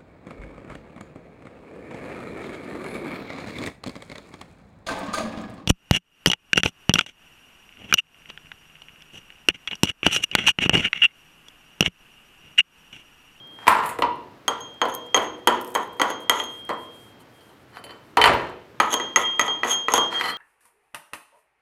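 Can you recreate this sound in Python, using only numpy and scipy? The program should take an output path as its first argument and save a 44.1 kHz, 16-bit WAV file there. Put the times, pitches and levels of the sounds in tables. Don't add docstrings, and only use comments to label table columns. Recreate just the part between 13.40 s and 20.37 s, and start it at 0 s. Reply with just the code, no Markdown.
import sys
import numpy as np
from scipy import signal
from scipy.fft import rfft, irfft, next_fast_len
from scipy.io import wavfile
from scipy.ndimage import uniform_filter1d

SR = 44100
rng = np.random.default_rng(int(sys.argv[2]) if len(sys.argv) > 2 else 0)


def dump(signal):
    limited = np.clip(np.atleast_2d(signal).T, -1, 1)
    pcm = np.round(limited * 32767).astype(np.int16)
    wavfile.write(sys.argv[1], SR, pcm)


N = 307377
TIME = np.arange(N) / SR


def undb(db):
    return 10 ** (np.asarray(db) / 20)


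def band(x, lo_hz, hi_hz):
    return signal.sosfilt(signal.butter(2, [lo_hz, min(hi_hz, .45 * SR)], "bandpass", fs=SR, output="sos"), x)


def hiss(lo_hz, hi_hz):
    x = band(rng.standard_normal(N), lo_hz, hi_hz)
    return x / x.std()


def fade(x, t60):
    return signal.lfilter([1], [1, -1000 ** (-1 / (t60 * SR))], x)


def mode(x, hz, t60):
    r = 1000 ** (-1 / (t60 * SR))
    w = 2 * np.pi * hz / SR
    return signal.lfilter([0, np.sin(w)], [1, -2 * r * np.cos(w), r * r], x)


def train(times, sizes):
    x = np.zeros(N)
    np.add.at(x, (np.asarray(times) * SR).astype(int), sizes)
    return x


def walk(rate):
    k = int(SR / rate)
    held = np.repeat(rng.standard_normal(N // k + 1), k)
    return uniform_filter1d(held, k)[:N]


def grit(rate, spread_db):
    clicks = rng.random(N) < rate / SR
    x = clicks * undb(spread_db * rng.exponential(size=N)) * rng.standard_normal(N)
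    return x / x.std()


def span(start, end):
    part = slice(int(start * SR), int(end * SR))
    return part, TIME[part]


def struck(modes, times, knock_db, rub, scatter_db):
    chance = rng.standard_normal((len(times), len(modes), 2))
    out = 0
    for k, (hz, db, t60) in enumerate(modes):
        sign = np.sign(chance[:, k, 0])
        blows = train(times, sign * undb(knock_db(hz) + scatter_db * chance[:, k, 1]))
        out = out + undb(db) * mode(blows + rub / np.sqrt(t60 * SR), hz, t60)
    return out


def shop():
    # f/Hz, relative level/dB per Hz
    spectrum = [(20, -22.5), (40, -15.5), (118, -2.5), (170, -7.5), (290, -5), (700, -11.5), (1500, -15.5),
                (3000, -22.5), (5000, -30), (9000, -40), (16500, -36.5)]
    overall_db, swells_per_s = -51.5, 3.9
    hz, db = np.transpose(spectrum)
    size = next_fast_len(N)
    f = np.maximum(np.arange(size // 2 + 1) * SR / size, 1)
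    gain = undb(np.interp(np.log(f), np.log(hz), db))
    x = irfft(rfft(rng.standard_normal(size)) * gain, size)[:N]
    return x / x.std() * undb(overall_db + walk(swells_per_s))


def hammer(times, low_db, high_db, low_rub, high_rub):
    head_hz = (3220, 6477, 10900)
    touch_width_hz = (137, 160, 240)
    # ring begins t/s, ring ends t/s, fade-in/s, fade-out/s, low mode rms level/dB,
    # high mode rms level/dB, low mode t60/s
    free_rings = [(0, 0.264, 0.0015, .004, -46, -85, 13), (1.205, 1.423, 0.0034, 0.0018, -43, -40.5, 1.7),
                  (1.52, 1.752, 0.0042, .002, -42.5, -41, 6.1),
                  (1.84, 2.075, 0.0046, .002, -52.5, -42, 3.3), (2.42, 2.608, 0.05, .002, -51, -53, 11),
                  (2.707, 2.89, 0.0081, .002, -42, -40.5, 3.8),
                  (3.036, 3.943, 0.0044, 0.45, -37, -40.5, 2.7), (3.892, 4.208, .1, 0.13, -57, -83, 1.45),
                  (5.543, 5.594, 0.0054, 0.0092, -28.5, -27.5, 0.57),
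                  (5.602, 5.768, 0.0048, .002, -30, -35, 0.74),
                  (5.831, 5.996, 0.023, 0.0018, -21, -39, 0.87),
                  (6.08, 6.224, 0.026, 0.0018, -19.5, -37.5, 0.44),
                  (6.302, 6.483, 0.011, 0.0015, -21.5, -18.5, 0.84),
                  (6.58, 6.722, 0.005, 0.034, -19.5, -29.5, 0.68),
                  (6.73, 6.832, 0.032, 0.042, -20, -45, 0.67),
                  (6.902, 7.108, 0.02, 0.0027, -34.5, -66, 9.2)]
    high_ring_t60_s = 0.28
    slip = grit(5000, 2.2)
    blow_levels = (low_db, high_db, high_db - 22.5)
    rubs = (low_rub, high_rub, undb(-10.5) * high_rub)
    out = 0
    for hz, width, blow_db, rub in zip(head_hz, touch_width_hz, blow_levels, rubs):
        t60 = np.log(1000) / (np.pi * width)
        out = out + mode(train(times, undb(blow_db + 1.5)), hz, 4.15 * t60)
        out = out + undb(7) * mode(rub * slip, hz + width / 3, t60) / np.sqrt(t60 * SR)
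    for begin, end, fade_in, fade_out, *ring_db, low_t60 in free_rings:
        a, b = int(begin * SR), min(int(end * SR), N)
        t = TIME[a:b] - begin
        gate = np.clip(t / fade_in, 0, 1) * np.clip((end - begin - t) / fade_out, 0, 1)
        for hz, db, t60 in zip(head_hz, ring_db, (low_t60, high_ring_t60_s)):
            sine = np.sqrt(2) * np.sin(2 * np.pi * hz * t)
            out[a:b] += undb(db) * gate * 1000 ** (-t / t60) * sine
    return out


def rustle():
    swish_table = [(0.17, 0.24, -64), (1.556, .03, -52), (1.666, .04, -62), (1.99, .05, -66),
                   (2.06, .04, -75), (2.217, 0.033, -47), (2.286, 0.14, -53), (2.428, .1, -55),
                   (2.54, .04, -60), (2.585, .05, -59), (2.75, 0.073, -74), (2.822, .06, -55),
                   (3.052, 0.037, -53), (3.148, 0.18, -53), (3.28, .06, -62), (3.333, .05, -64),
                   (3.424, 0.13, -56), (3.614, 0.28, -56.5), (3.812, 0.05, -57), (4.03, 0.38, -62.5),
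                   (4.21, 0.089, -66), (4.3, .05, -65), (4.68, 0.18, -66), (6.619, .12, -56),
                   (6.715, 0.026, -56)]
    swell = np.zeros(N)
    for middle, length, db in swish_table:
        part, t = span(middle - length / 2, middle + length / 2)
        swell[part] += undb(db) * np.cos(np.pi * (t - middle) / length)
    return swell * undb(-5.0 + 1.6 * walk(49)) * hiss(7300, 13500)


def crumbs():
    # t/s, relative level/dB, ring f/Hz
    crumb_table = [(0.0736, -46, 14100), (0.7577, -48, 9600), (1.2057, -36, 10900), (1.3414, -48, 7590),
                   (1.467, -46.5, 8260), (1.4855, -33.5, 10800), (1.4954, -38.5, 11000),
                   (1.5179, -39.5, 11100), (1.5404, -24.5, 11200), (1.5494, -16, 12100),
                   (1.6646, -44.5, 7130), (1.9829, -53.5, 8970), (2.2128, -24, 13400), (2.247, -27, 11600),
                   (2.269, -40, 12800), (2.2768, -31, 12800), (2.304, -36, 12800), (2.3191, -37.5, 12600),
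                   (2.343, -28, 10800), (2.3744, -33.5, 12650), (2.4324, -40, 10600), (2.4753, -46, 13300),
                   (2.5306, -41, 12900), (2.5686, -45.5, 13300), (2.6594, -38, 8970),
                   (2.7028, -26.5, 10800), (2.8045, -38, 9920), (3.0385, -27, 11000), (3.2505, -40, 9370),
                   (3.3344, -44, 7690), (5.0145, -43, 7660), (5.0962, -45, 7700), (5.4154, -49, 11600),
                   (5.792, -28, 11100), (6.0564, -43, 7030), (6.5044, -43, 11100), (6.6744, -43.5, 7210)]
    out = np.zeros(N)
    t = TIME[:2000]
    for s, db, hz in crumb_table:
        a = int(s * SR)
        noise, buzz = rng.standard_normal((2, len(t)))
        tick = undb(-4.5) * np.diff(noise, prepend=0) * 1000 ** (-t / 0.0065)
        ring = 2 * undb(-4) * 1000 ** (-t / .035) * band(buzz, hz - 300, hz + 300)
        out[a:a + len(t)] += undb(db) * (tick + ring)
    return out


def slides():
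    slide_table = [(0.183, 0.256, 0.32, -26, -68, -66, -54, 5.5, -2),
                   (0.3, 0.308, 0.57, -5.5, -51, -48, -56, 1, 26.5),
                   (0.442, 0.468, 0.57, -24.5, -58, -42, -58, 9, 27),
                   (4.289, 4.37, 4.39, -26.5, -50.5, -60, -66, 24, 1),
                   (4.46, 4.494, 4.72, -30.5, -64, -67, -80, 18, 32),
                   (4.864, 4.866, 5.12, -7, -50, -58, -37, 0, 24),
                   (6.551, 6.55, 6.68, -12, -40, -55, -38, 3, 41),
                   (6.705, 6.725, 6.8, -17, -41, -58.5, -40, 12.5, 3.5),
                   (6.796, 6.905, 6.92, -14.5, -32, -45, -36, 6.5, 11),
                   (6.915, 6.913, 6.85, -33.5, -33, -47, -58, 2, 16)]
    out = np.zeros((4, N))
    for start, turn, end, *levels_db, start_below_db, end_below_db in slide_table:
        part, t = span(start, end)
        below_db = np.interp(t, [start, turn, end], [start_below_db, 0, end_below_db])
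        out[:, part] += undb(np.array(levels_db)[:, None] - below_db)
    return uniform_filter1d(out, size=200, axis=1)


def bench(times, mid_db, low_db, high_db, shake, tok_db):
    plate_hz = (313, 350, 432, 450, 483, 531, 576, 630, 666, 800, 832, 890, 948, 968, 994, 1015, 1060, 1099,
                1135, 1178, 1263, 1302, 1370, 1466, 1520, 1658, 1815)
    plate_level_db = (-23, -18.5, -7, -2.5, 0.5, -6, -3.5, -13.5, -21, -5, -7.5, 0, 2, 1, 0.5, -1.5, 1,
                      -7.5, -3.5, 1.5, -14, -3, -3, -30.5, -10.5, -31, -12.5)
    # t60/s up to 700 Hz, t60/s above
    plate_t60_s = (.35, .2)
    tok_hz, tok_octaves = 945, 0.14
    shake = shake * grit(3000, 2.5)
    modes = [(hz, db, plate_t60_s[hz > 700]) for hz, db in zip(plate_hz, plate_level_db)]

    def knock_db(hz):
        if hz < 700:
            return low_db - 17
        nearness = np.exp(-(np.log2(hz / tok_hz) / tok_octaves) ** 2)
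        return mid_db - 22.0 + tok_db * (2 * nearness - 1)

    ring = struck(modes, times, knock_db, undb(-17.5) * shake, 2.84)
    clatter_bands = [(low_db - 11.5, .05, -6, .3, 250, 700),
                     (mid_db - tok_db - 13.0, .025, -9, .25, 700, 1500),
                     (high_db - 2.5, .02, -9, .2, 1500, 2900),
                     (high_db - 26.0, .02, -8, .15, 2800, 6000)]
    clatter = 0
    for db, t60, tail_db, tail_t60, lo, hi in clatter_bands:
        blows = train(times, undb(db))
        decay = fade(blows, t60) + undb(tail_db) * fade(blows, tail_t60)
        clatter = clatter + decay * hiss(lo, hi)
    return ring + clatter + undb(-4.0) * band(shake, 703, 1780)


def bracket(times, clank_db, body_db, edge_db, body_slide, edge_slide):
    body_hz = (900, 1270, 1960, 2400, 3052, 4190, 4575)
    # relative level/dB, t60/s
    body_rows = [(-18, 0.13), (-1, 0.037), (2.5, 0.038), (-12.5, 0.038), (2.5, 0.11), (-1, 0.052),
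                 (-7, 0.088)]
    rim_hz = (6745, 7650, 7900, 8900, 9300, 9615, 10030, 10840, 11600, 12340, 12770, 13520, 14200, 15410)
    # relative level/dB, t60/s before the glove's limit
    rim_rows = [(-7.5, .15), (4, .1), (-11, .04), (2.5, 0.12), (-3, .12), (-0.5, 0.11), (-7, 0.054),
                (7, 0.085), (1, 0.033), (2, 0.15), (-2, .1), (-1.5, .1), (-7, .1), (-5, .06)]
    rim_longest_s, scatter_db = .13, 2.5
    slip = grit(2500, 2.2)
    body = [(hz, *row) for hz, row in zip(body_hz, body_rows)]
    edge = [(hz, db, min(t60, rim_longest_s)) for hz, (db, t60) in zip(rim_hz, rim_rows)]

    def body_knock_db(hz):
        return clank_db + 3 if hz < 2800 else body_db - 0.5

    def edge_knock_db(hz):
        return edge_db - 11.5

    body_ring = struck(body, times, body_knock_db, undb(10.5) * body_slide * slip, scatter_db)
    edge_ring = struck(edge, times, edge_knock_db, undb(4.0) * edge_slide * slip, scatter_db)
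    return body_ring + edge_ring


def cracks(times, crack_db):
    quick = fade(train(times, undb(crack_db)), 0.01)
    slow = fade(train(times, undb(crack_db - 27.0)), 0.022)
    return (quick + slow) * hiss(2740, 13000)


def booms(times, low_db, land_s, boom_db):
    leg_db = -39.5
    jolts = train(land_s, undb(boom_db)) + train(times, undb(low_db + leg_db))
    return fade(jolts, 0.6) * hiss(45, 164)


def scrapes():
    # touch t/s, flick t/s, flick width/s,
    # relative level/dB of bench shaking, grit and hammer, then flick boost/dB
    scrape_table = [(1.106, 1.19, .01, -28, -58, -58, 6), (1.433, 1.499, 0.011, -31, -61, -49.5, 17),
                    (1.793, 1.832, .02, -12.5, -43, -46, 7), (2.095, 2.151, 0.037, -17, -52, -46, 6),
                    (2.343, 2.428, 0.017, -32, -60, -48, 13.5), (2.634, 2.703, 0.017, -13, -57, -39, 10),
                    (2.903, 2.99, 0.039, -21, -51, -34, 9), (5.418, 5.53, 0.026, -20, -61, -37.5, 23.5),
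                    (5.779, 5.82, 0.016, -25, -49, -30.5, 4.5), (6, 6.065, 0.016, -31, -58, -39, 12),
                    (6.243, 6.313, 0.044, -17, -43.5, -38, 20), (6.498, 6.558, 0.026, -39, -54, -36, 23)]
    skid_db, skid_s, judder_db = 9.5, .01, 2
    flick_share, high_rub_db = 0.33, -2
    tire_db_per_s, release_db_per_s, linger_s = 38.5, 499.5, .1
    out = np.zeros((4, N))
    judder = judder_db * walk(60)
    for touch, flick, width, bench_db, grit_db, head_db, flick_db in scrape_table:
        part, t = span(touch, flick + linger_s)
        skid = skid_db * np.exp(-(t - touch) / skid_s)
        peak_db = skid + flick_db * np.exp(-((t - flick) / width) ** 2)
        release_db = release_db_per_s * np.maximum(t - flick - width, 0)
        drag_db = judder[part] - tire_db_per_s * (t - touch) - release_db
        tracks_db = np.array([grit_db + peak_db,
                              head_db + peak_db,
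                              head_db + high_rub_db + peak_db,
                              bench_db + flick_share * peak_db])
        out[:, part] = undb(tracks_db + drag_db)
    return uniform_filter1d(out, size=200, axis=1)


def crunch(scrape, slide):
    under_point = undb(-11.0) * scrape * band(grit(8000, 1.8), 2800, 13000)
    under_bracket = undb(-5.0) * slide * band(grit(6700, 1.8), 2000, 8400)
    return under_point + under_bracket


def room(x):
    # f/Hz, relative level/dB, t60/s
    reverb_table = [(147, -0.5, 1), (404, -1.5, 0.82), (890, -1, 0.45), (2430, -7.5, 0.56),
                    (4500, -8, 0.58), (9200, -16, 0.19), (16000, -23, 0.18)]
    hz, db, t60 = np.transpose(reverb_table)
    t, tail = TIME[:SR], 0
    for f in 170 * 2 ** np.arange(0, 6.6, .5):
        decay = np.interp(np.log(f), np.log(hz), t60)
        gain = undb(np.interp(np.log(f), np.log(hz), db)) / np.sqrt(decay * SR / 14)
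        shape = 1000 ** (-t / decay) * np.clip(t / 0.0256, 0, 1)
        tail = tail + gain * shape * band(rng.standard_normal(SR), f / 1.161, f * 1.123)
    return signal.fftconvolve(x, tail)[:N]


def scene():
    # t/s, then relative level/dB of
    blow_table = [(1.08, -8, -23.5, -18.5, -14.5, -19.5), (1.416, -5, -24.5, -49, -16, -27),
                  (1.454, -13.5, -48, -42.5, -44, -50), (1.745, -4.5, -23, -36, -9, -12),
                  (1.764, -10, -28, -23.5, -41, -28), (1.775, -13, -31, -30, -17.5, -30),
                  (2.073, -1, -21, -12.5, -13, -22.5), (2.08, -16, -21, -30, -13, -35),
                  (2.351, -6.5, -44, -19.5, -22, -27), (2.359, -19.5, -25, -46, -38, -49),
                  (2.598, -9, -25, -47, -38, -29.5), (2.616, -6, -18, -19.5, -19, -25),
                  (2.702, -18.5, -43, -51, -52, -41), (2.896, -6.5, -17, -11, -9, -24),
                  (2.915, -24, -45, -54.5, -55, -43), (3.0, -22, -33, -42, -19, -51),
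                  (3.292, -14.5, -33, -38, -53, -58), (3.301, -14.5, -35, -50, -60, -58),
                  (5.401, -3, -11, -22, -24, -25), (5.529, -16, -31, -26, -41, -19.5),
                  (5.54, -14, -32, -15.5, -16.5, -18), (5.599, -19.5, -27.5, -44, -33, -32),
                  (5.76, -11.5, -14, -50, -21, -8), (5.771, -11, -26, -28, -20, -29),
                  (5.995, -12, -16, -22, -19.5, -18.5), (6.012, -21.5, -27, -41, -19.5, -17),
                  (6.08, -16.5, -42, -60, -23, -33), (6.233, -14, -18, -55, -31, -39),
                  (6.249, -15, -46, -41, -45, -37), (6.484, -14, -19, -40, -48, -34),
                  (6.521, -25, -34, -34, -41, -23), (6.538, -6.5, -42, -13, -19, -13.5),
                  (6.579, -8.5, -40, -25, -26, -20)]
    # t/s, then relative level/dB of
    landing_table = [(0.269, -11, -21, -19.5, -43, -38, 6), (0.279, 4.5, -16, -12.5, -40, -21, 0.5),
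                     (0.389, -8.5, -25, -33, -53, -53, 2), (0.436, -21, -35, -32, -54, -45, 0),
                     (0.459, -35, -39, -36, -51, -39, 0), (0.491, -36, -40, -36, -50, -33.5, 0),
                     (0.588, -22, -16.5, -34.5, -56, -40, -3), (0.622, -0.5, -16.5, -18.5, -32, -64, 6.5),
                     (3.803, -42, -70, -59, -58, -59, 3), (4.008, -51, -64, -66, -56, -63, 0),
                     (4.092, -47, -58, -62, -61, -65, 0), (4.44, -44, -33, -41, -38.5, -42.5, 0),
                     (4.466, -44, -50, -49, -51, -64, -1), (4.494, -47, -40, -45, -44, -62, -1),
                     (4.507, -30, -43, -47, -44, -56, 3), (4.771, 1, -9, -13.5, -23, -34, 1.5),
                     (4.815, -10, -19, -12, -16, -32.5, 0), (4.84, 0, -24, -10, -13.5, -29, 0.5),
                     (4.857, -7.5, -16, -18, -23, -27.5, -2), (4.876, -20, -15.5, -18, -27, -54, 0),
                     (4.894, -26, -9, -37, -48, -47, -4), (4.934, -16, -22, -24, -38, -43, 2),
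                     (6.811, -23, -35, -19.5, -50, -54, 2), (6.858, -25, -36, -27, -50, -46, -3)]
    blow_s, blow_db, flange_db, snap_db, ring_db, overtone_db = np.transpose(blow_table)
    land_s, land_db, thump_db, treble_db, plate_db, rim_db, land_tok_db = np.transpose(landing_table)

    times = np.r_[blow_s, land_s]
    mid_db = np.r_[blow_db, land_db]
    low_db = np.r_[0.69 * blow_db - 10, thump_db]
    high_db = np.r_[flange_db - 4, treble_db]
    clank_db = np.r_[flange_db, treble_db - 5.5]
    crack_db = np.r_[snap_db, treble_db - 25]
    body_db = np.r_[blow_db - 27, plate_db]
    edge_db = np.r_[(blow_db + snap_db) / 2 - 23, rim_db]
    tok_db = np.r_[0 * blow_s, land_tok_db]

    scrape, low_rub, high_rub, push = scrapes()
    shake, body_slide, edge_slide, slide = slides()
    dry = hammer(blow_s, ring_db, overtone_db, low_rub, high_rub)
    dry = dry + rustle() + crumbs()
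    dry = dry + bench(times, mid_db, low_db, high_db, shake + undb(-5.5) * push, tok_db)
    dry = dry + bracket(times, clank_db, body_db, edge_db, body_slide, edge_slide)
    dry = dry + cracks(times, crack_db) + crunch(scrape, slide)
    dry = signal.sosfilt(signal.butter(3, 210, "highpass", fs=SR, output="sos"), dry)
    leg_boom = booms(times, low_db, land_s, thump_db - 30)
    return (dry + room(dry) + leg_boom + shop())[None]


def record(dry):
    rounded = dry / (1 + (dry / .97) ** 6) ** (1 / 6)
    soft = signal.sosfilt(signal.butter(1, 45, "highpass", fs=SR, output="sos"), rounded)
    soft = signal.sosfilt(signal.butter(4, 14300, fs=SR, output="sos"), soft)
    return signal.sosfilt(signal.ellip(10, .2, 80, 16550, fs=SR, output="sos"), soft)


dry = scene()
out = record(dry)
dump(out)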